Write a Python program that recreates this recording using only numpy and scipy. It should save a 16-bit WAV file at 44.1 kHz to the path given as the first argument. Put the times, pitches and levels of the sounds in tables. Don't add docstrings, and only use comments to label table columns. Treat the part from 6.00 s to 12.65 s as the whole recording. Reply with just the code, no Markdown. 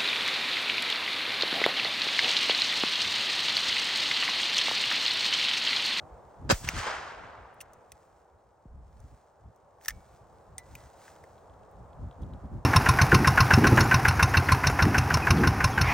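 import sys
import numpy as np
from scipy import signal
from scipy.fft import rfft, irfft
from scipy.io import wavfile
from scipy.ndimage import uniform_filter1d

SR = 44100
rng = np.random.default_rng(int(sys.argv[2]) if len(sys.argv) > 2 else 0)


def transcribe(u):
    v = np.clip(np.atleast_2d(u).T, -1, 1)
    q = np.round(v * 32767).astype(np.int16)
    wavfile.write(sys.argv[1], SR, q)


N = 293265
TIME = np.arange(N) / SR
BINS = np.fft.rfftfreq(N, 1 / SR)


def shot(size=8192, lead_s=0.03, crack=6, bounce_s=0.0015, bounce_gain=0.18):
    # t/s, level/dB, rise/s, t60/s, treble edge/Hz, left-right likeness
    fronts = [(0.4939, -29.5, 0.0071, 0.06, 8000, 0.29), (0.5008, -17.5, 0.016, 0.094, 8000, -0.18),
              (0.5077, -16.5, 0.0077, 0.057, 8000, -0.28), (0.5100, -17, 0.0028, 0.046, 8000, -0.012),
              (0.5157, -17, 0.0025, 0.036, 19000, 0.85), (0.5218, -24.5, 0.0044, 0.0087, 7000, 1)]
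    # f/Hz, level/dB
    blast_eq = [(60, -11), (230, 1), (600, -2), (1000, -2.5), (1600, -4.5), (1950, -11.5), (2500, -8.5),
                (3500, -15), (4800, -8), (5700, -14), (7400, -13.5), (10000, -19), (15500, -11.5)]
    # f/Hz, width/Hz, gain/dB
    blast_modes = [(397.6, 59.5, 2), (550, 70, 10), (654, 120, -2), (1230, 150, 2.5), (1650, 220, 9.5),
                   (3200, 170, 6.5), (3886, 120, 5.5), (4900, 140, 5.5), (5220, 150, 4.5), (6240, 200, 6),
                   (7460, 200, 6.5)]
    out = np.zeros((2, N))
    for s, db, rise, t60, edge_hz, likeness in fronts:
        gas = stereo_white(likeness, size) * swell(TIME[:size] - lead_s, rise, t60)
        gas[:, round(lead_s * SR)] += crack
        colour = impulse(lambda f: curve(blast_eq, f) + resonances(f, blast_modes) + rolloff(f / edge_hz))
        front = amp(db) * signal.fftconvolve(gas, colour[None])
        add(out, s - lead_s, front)
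        add(out, s - lead_s + bounce_s, bounce_gain * front)
    return out


def bullet(s=0.6887, db=-23.5, t60=0.023, snap=7):
    # f/Hz, level/dB
    smack_eq = [(150, -14), (700, -12), (1400, -9.5), (1900, -2.5), (2700, -1.5), (3300, -10.5),
                (4200, -15), (5900, -4), (7200, -22), (14500, -13.5), (17000, -21)]
    out, force = np.zeros(N), contact(t60, snap)
    force[round(SR / 4400)] -= snap
    force[round(SR / 2200)] += snap
    add(out, s, amp(db) * signal.fftconvolve(force, impulse(lambda f: curve(smack_eq, f))))
    return out


def echoes(likeness=0.7, patchy_db=1.5, flutter_db=0.58, grain_db=1.0):
    returns = [(0.524, -32.5, .01, 0.14, .1, 5), (0.545, -42.5, 0.04, 0.98, 0.085, 13.5),
               (0.647, -40.5, 0.062, 0.12, 0.084, 5.5), (0.678, -36, 0.026, 0.24, .1, 3),
               (0.786, -36, 0.29, 0.61, 0.17, 3.5), (0.869, -32.5, 0.62, 1.295, 0.23, -1.3),
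               (0.872, -39.5, 0.13, 0.18, .3, -16), (1.08, -46, 0.27, 1.34, 0.31, -3.5),
               (1.25, -49.5, 1, 2.56, 0.32, -5)]
    # f/Hz, level/dB
    forest_eq = [(60, -18), (250, -20.5), (550, -3.5), (900, 1.5), (1500, 2), (2500, -6), (4000, -11.5),
                 (6000, -13.5), (8500, -20), (11000, -37.5), (15000, -37)]
    trunks = amp(grain_db * wobble(N, 60))
    f, t, scatter = signal.stft(unit(trunks * stereo_white(likeness, N)), SR, nperseg=256)
    f, power = f[:, None], 0
    khz = np.maximum(f, 500) / 1000
    for s, db, rise, t60, damping, tilt_db in returns:
        colour = unit(amp(curve(forest_eq, f) + tilt_db * np.log2(khz)))
        power += (amp(db) * colour * swell(t - s, rise, t60 / khz ** damping)) ** 2
    bands = uniform_filter1d(rng.standard_normal(scatter.shape), size=5, axis=0)
    patches = unit(uniform_filter1d(bands, size=4, axis=1))
    texture = amp(patchy_db * patches + flutter_db * wobble(len(t), 3))
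    _, tail = signal.istft(scatter * np.sqrt(power) * texture, SR, nperseg=256)
    return tail[:, :N]


def shimmer(s=0.87, rise=0.5, t60=0.67, beat_hz=7, depth=0.8):
    # f/Hz, level/dB
    tones = [(3090, -53), (4479, -64), (4960, -52), (5819, -62), (6901, -66.5), (7230, -64.5)]
    out = np.zeros(N)
    for (hz, db), (phase, partner_phase, spread) in zip(tones, rng.random((len(tones), 3))):
        partner_hz = hz + beat_hz * (0.5 + spread)
        tone = np.sin(2 * np.pi * (hz * TIME + phase))
        partner = np.sin(2 * np.pi * (partner_hz * TIME + partner_phase))
        out += amp(db) * (tone + depth * partner)
    return out * swell(TIME - s, rise, t60)


def action(knock_width_hz=750, ping_width_hz=800, snap=4):
    # t/s, level/dB, t60/s, bass edge/Hz, knock f/Hz, knock gain/dB, ping f/Hz, ping gain/dB
    clicks = [(1.5420, -60, 0.025, 8900, 10000, 7, 12000, 8),
              (1.605, -39.5, 0.03, 1900, 2700, 23, 9900, 14),
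              (1.6112, -38.5, 0.038, 1950, 2680, -3, 5070, -5),
              (1.734, -49, 0.023, 3970, 5000, -7.5, 9500, -2),
              (1.9194, -40.5, 0.021, 2163, 2500, 6.5, 8900, 3),
              (3.0024, -57, 0.019, 3964, 6060, 2, 12000, -6), (3.5611, -63, 0.019, 4010, 7000, 3, 12000, 8),
              (3.785, -56, 0.019, 500, 846, 31, 1500, 10), (3.8118, -54, 0.011, 1200, 1700, 17, 3110, 13),
              (3.8494, -41, 0.017, 1410, 1700, 9, 11500, -3.5),
              (3.8582, -38, 0.019, 1390, 1710, 9.5, 11600, 9), (3.882, -28, 0.017, 1350, 1640, 1, 5470, 10),
              (3.8834, -19.5, 0.026, 1100, 1730, 9.5, 13900, 13),
              (3.8963, -36.5, 0.028, 1090, 1700, 9, 5700, -2),
              (3.9056, -35, 0.025, 1010, 1736, 15, 3300, 8.5),
              (4.5813, -31.5, 0.019, 1900, 6420, 4, 8630, 16),
              (4.5878, -49.5, 0.062, 1800, 2050, 14, 8700, 3),
              (4.7527, -36.5, 0.016, 1560, 2600, 21, 14000, 14),
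              (5.0800, -47, 0.017, 700, 1550, 25, 2660, 11),
              (5.1625, -45.5, 0.016, 504, 900, 29, 2000, 8.5), (5.2395, -43, 0.017, 380, 600, 27, 1850, 17),
              (5.7120, -62.5, .03, 7000, 9040, -10, 13130, 15),
              (6.2185, -60.5, 0.055, 2500, 3420, 11.5, 11820, 6)]
    # f/Hz, width/Hz, gain/dB
    receiver = [(1790, 130, 6), (2080, 110, 6.5), (2650, 88, -3.5), (3594, 81, 7), (3734, 1090, -4.5),
                (5690, 140, 7.5), (6080, 120, 7.5), (7700, 600, 0), (8640, 150, 4), (9160, 247, 7),
                (15000, 1000, -2.5)]
    # t/s, f/Hz, level/dB, t60/s
    springs = [(3.8836, 2260, -60, 0.43), (4.5813, 1990, -49.5, 0.21), (4.582, 4030, -61, 0.11),
               (4.7524, 1990, -64, 0.6)]
    out, t = np.zeros(N), TIME[:SR]
    for s, db, t60, edge_hz, knock_hz, knock_db, ping_hz, ping_db in clicks:
        modes = [*receiver, (knock_hz, knock_width_hz, knock_db), (ping_hz, ping_width_hz, ping_db)]
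        body = impulse(lambda f: rolloff(edge_hz / (f + 1)) + resonances(f, modes))
        add(out, s, amp(db) * signal.fftconvolve(contact(t60, snap), body))
    for s, hz, db, t60 in springs:
        add(out, s, amp(db) * swell(t, 1, t60) * np.sin(2 * np.pi * hz * t))
    return out


def bolt(start_s=3.797, stop_s=3.882, db=-56, attack_s=0.048, t60=0.23):
    # f/Hz, level/dB
    scrape_eq = [(600, -17), (1600, 4), (3000, -9), (6000, 0), (8500, -3), (12000, -4), (15500, 1.5)]
    attack = np.clip((TIME - start_s) / attack_s, 0, 1)
    release = swell(np.maximum(TIME - stop_s, 0), 1, t60)
    return amp(db) * attack * release * grainy_noise(scrape_eq, likeness=1, grain_db=2.5)


def jacket(breeze, moves_db=4, hiss_db=-20, hiss_growth=0.69, crinkles_per_s=330, crinkle_db=5):
    # t/s, relative level/dB, length/s
    moves = [(1.76, -85, 0.26), (2.0, -77.5, .15), (2.18, -81.5, 0.095), (3.08, -76.5, 0.23),
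             (3.98, -73, 0.16), (4.14, -74, .1), (4.38, -79.5, 0.21), (4.79, -66.5, 0.18),
             (5.06, -63.5, 0.11), (5.2, -74, 0.32)]
    # f/Hz, level/dB
    nylon_eq = [(300, -8.5), (1500, 6.5), (3000, -4), (4500, -2.5), (6200, -1), (8500, 0.5), (11000, -8),
                (13000, -1.5), (15000, -6)]
    triggers = rng.random(N) < crinkles_per_s / SR
    snaps = triggers * amp(crinkle_db * np.minimum(rng.exponential(1, N), 3))
    cloth = impulse(lambda f: curve(nylon_eq, f) + rolloff(f / 8000))
    crinkle = unit(signal.fftconvolve(snaps, cloth)[:N])
    rub = grainy_noise(nylon_eq, likeness=1, grain_db=0)
    stir = amp(hiss_db) * breeze.max() * (breeze / breeze.max()) ** hiss_growth
    return np.hypot(amp(moves_db) * humps(moves), stir) * (rub + 0.55 * crinkle)


def sleet(hz=3400, width_hz=2200, boost_db=26, t60=0.014):
    # t/s, level/dB
    grains = [(5.381, -63), (5.4977, -66.5), (5.5361, -70.5), (5.6344, -72), (5.9317, -64.5), (6.1118, -60),
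              (6.127, -67), (6.234, -61.5), (6.336, -55), (6.5408, -69)]
    out = np.zeros(N)
    cloth = impulse(lambda f: resonances(f, [(hz, width_hz, boost_db)]))
    for s, db in grains:
        add(out, s, amp(db) * signal.fftconvolve(contact(t60, snap=5.7), cloth))
    return out


def thumps(turns=1.4, sweep_s=0.0015, onset_s=0.003):
    # t/s, level/dB, t60/s
    pushes = [(0.5200, -16, 0.13), (0.6400, -33.5, 0.16), (0.69, -34, 0.055), (0.733, -35, 0.15),
              (0.762, -33.5, 0.16), (0.7840, -35, 0.14), (2.6530, -42.5, 0.28), (6.436, -42, .13)]
    out, t = np.zeros(N), TIME[:SR // 4]
    swing = np.sin(2 * np.pi * turns * np.log(1 + t / sweep_s))
    attack = 1 - np.exp(-(t / onset_s) ** 2)
    for s, db, t60 in pushes:
        add(out, s, -amp(db) * swing * attack * swell(t, 1, t60))
    return out


def wind(breeze, draught_db=-6, lumpy_db=4, eddy_db=-10, eddy_growth=1.6):
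    # t/s, level/dB, length/s, rumble relative to the gust/dB
    gusts = [(0.127, -59, 0.037, 4.5), (0.465, -39, 0.069, -7), (0.657, -42, 0.051, -3),
             (0.774, -38.5, 0.052, -8), (1.0, -59, 0.27, -15), (1.225, -50.5, .05, -10),
             (1.415, -57, 0.069, -5), (2.775, -52, .08, 7), (2.96, -57.5, .2, 3), (3.05, -49.5, 0.034, -9),
             (3.131, -51, 0.03, -2), (3.47, -51.5, 0.041, -10), (3.959, -49, 0.058, 1.5),
             (4.542, -53, 0.072, -6), (4.732, -50.5, 0.084, -14), (4.865, -53, 0.037, -12),
             (5.814, -47.5, 0.064, -11), (6.036, -39.5, 0.07, -8.5), (6.241, -37.5, 0.062, -14),
             (6.328, -41, 0.075, -9), (6.455, -38.5, 0.034, -13), (6.555, -36.5, 0.062, -12)]
    # f/Hz, level/dB
    buffet_eq = [(15, -38.5), (35, -11.5), (60, 4.5), (110, 2), (170, -6), (260, -14.5), (400, -31),
                 (900, -50.5), (3000, -80)]
    eddy_eq = [(80, -20), (200, 2), (300, 3), (450, -10), (800, -25), (2500, -57.5)]
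    rumble_eq = [(20, -24.5), (38, -9), (56, 0.5), (75, -7), (110, -24), (250, -49), (1000, -95.5)]
    lumps = unit(uniform_filter1d(wobble(N, 2500), size=1500))
    draught = amp(draught_db + lumpy_db * lumps) * breeze
    airflow = np.hypot(draught, humps(row[:3] for row in gusts))
    eddy_gain = amp(eddy_db) * airflow.max() * (airflow / airflow.max()) ** eddy_growth
    rumble_gain = humps((s, db + rumble_db, length) for s, db, length, rumble_db in gusts)
    eddies = eddy_gain * grainy_noise(eddy_eq, likeness=0.73, grain_db=1.5)
    buffet = airflow * noise(buffet_eq, likeness=0.85)
    return buffet + eddies + rumble_gain * noise(rumble_eq, likeness=0.99)


def trees(breeze, db=2):
    # f/Hz, level/dB
    roar_eq = [(25, -11.5), (70, -2.5), (250, -8.5), (480, 2.5), (800, 3), (1200, -5), (1700, -16),
               (2500, -30.5), (4000, -36), (9000, -61)]
    return amp(db) * breeze * noise(roar_eq, likeness=0.73)


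def microphone_ports(sound):
    # f/Hz, phase by which left leads/rad
    left_lead = [(20, 0), (2500, .15), (4200, 1.1), (6000, 1.05), (8000, 1.55), (10000, 2.3), (11200, 3),
                 (12900, 3.1), (14300, 1.9), (16000, 1.8)]
    phase = np.outer([0.5, -0.5], curve(left_lead, BINS))
    return irfft(rfft(sound) * np.exp(1j * phase), N)


def amp(db):
    return 10 ** (np.asarray(db) / 20)


def unit(x):
    return x / np.sqrt(np.mean(x ** 2) + 1e-20)


def add(mix, s, sound):
    part = mix[..., round(s * SR):][..., :sound.shape[-1]]
    part += sound[..., :part.shape[-1]]


def swell(t, rise, t60):
    return np.exp(-np.log(1000) * np.maximum(-t / rise, t / t60))


def humps(rows):
    return np.sqrt(sum(amp(db) ** 2 * 0.5 ** np.minimum((2 * (TIME - s) / length) ** 2, 60)
                       for s, db, length in rows))


def curve(points, hz):
    f, value = np.transpose(points)
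    return np.interp(np.log(hz + 1), np.log(f), value)


def resonances(f, modes):
    return sum(db / (1 + (2 * (f - hz) / width) ** 2) for hz, width, db in modes)


def rolloff(ratio):
    return -10 * np.log10(1 + ratio ** 10)


def impulse(db_at, size=2048):
    log_gain = np.log(amp(db_at(abs(np.fft.fftfreq(size, 1 / SR)))) + 1e-5)
    response = np.fft.ifft(np.exp(np.conj(signal.hilbert(log_gain)))).real
    return response / np.linalg.norm(response)


def contact(t60, snap, size=4096):
    force = rng.standard_normal(size) * swell(TIME[:size], 1, t60)
    force[0] = snap
    return force


def wobble(size, span):
    return unit(uniform_filter1d(rng.standard_normal(size), span))


def stereo_white(likeness, size):
    left, other = rng.standard_normal((2, size))
    return np.array([left, likeness * left + np.sqrt(1 - likeness ** 2) * other])


def noise(eq, likeness):
    return unit(irfft(rfft(stereo_white(likeness, N)) * amp(curve(eq, BINS)), N))


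def grainy_noise(eq, likeness, grain_db):
    grain = amp(grain_db * wobble(N, 130))
    return unit(noise(eq, likeness) * grain)


def scene():
    # t/s, relative level/dB
    breeze_points = [
        [(0.0, -54), (0.38, -56)],
        [(2.3, -64), (2.558, -65.5), (3.75, -62.5)],
        [(4.1, -60.5), (6.42, -55), (6.6, -57)],
    ]
    breeze = amp(np.interp(TIME, *np.vstack(breeze_points).T))
    gunshot = shot() + echoes() + bullet() + shimmer()
    foley = action() + sleet() + jacket(breeze) + bolt()
    return microphone_ports(gunshot + foley) + thumps() + wind(breeze) + trees(breeze)


def record(dry, ceiling=0.62, cutoff_hz=16300):
    saturated = ceiling * np.tanh(dry / ceiling)
    lowpass = signal.firwin(401, cutoff_hz, window=("kaiser", 9), fs=SR)
    return signal.oaconvolve(saturated, lowpass[None], "same")


dry = scene()
out = record(dry)
transcribe(out)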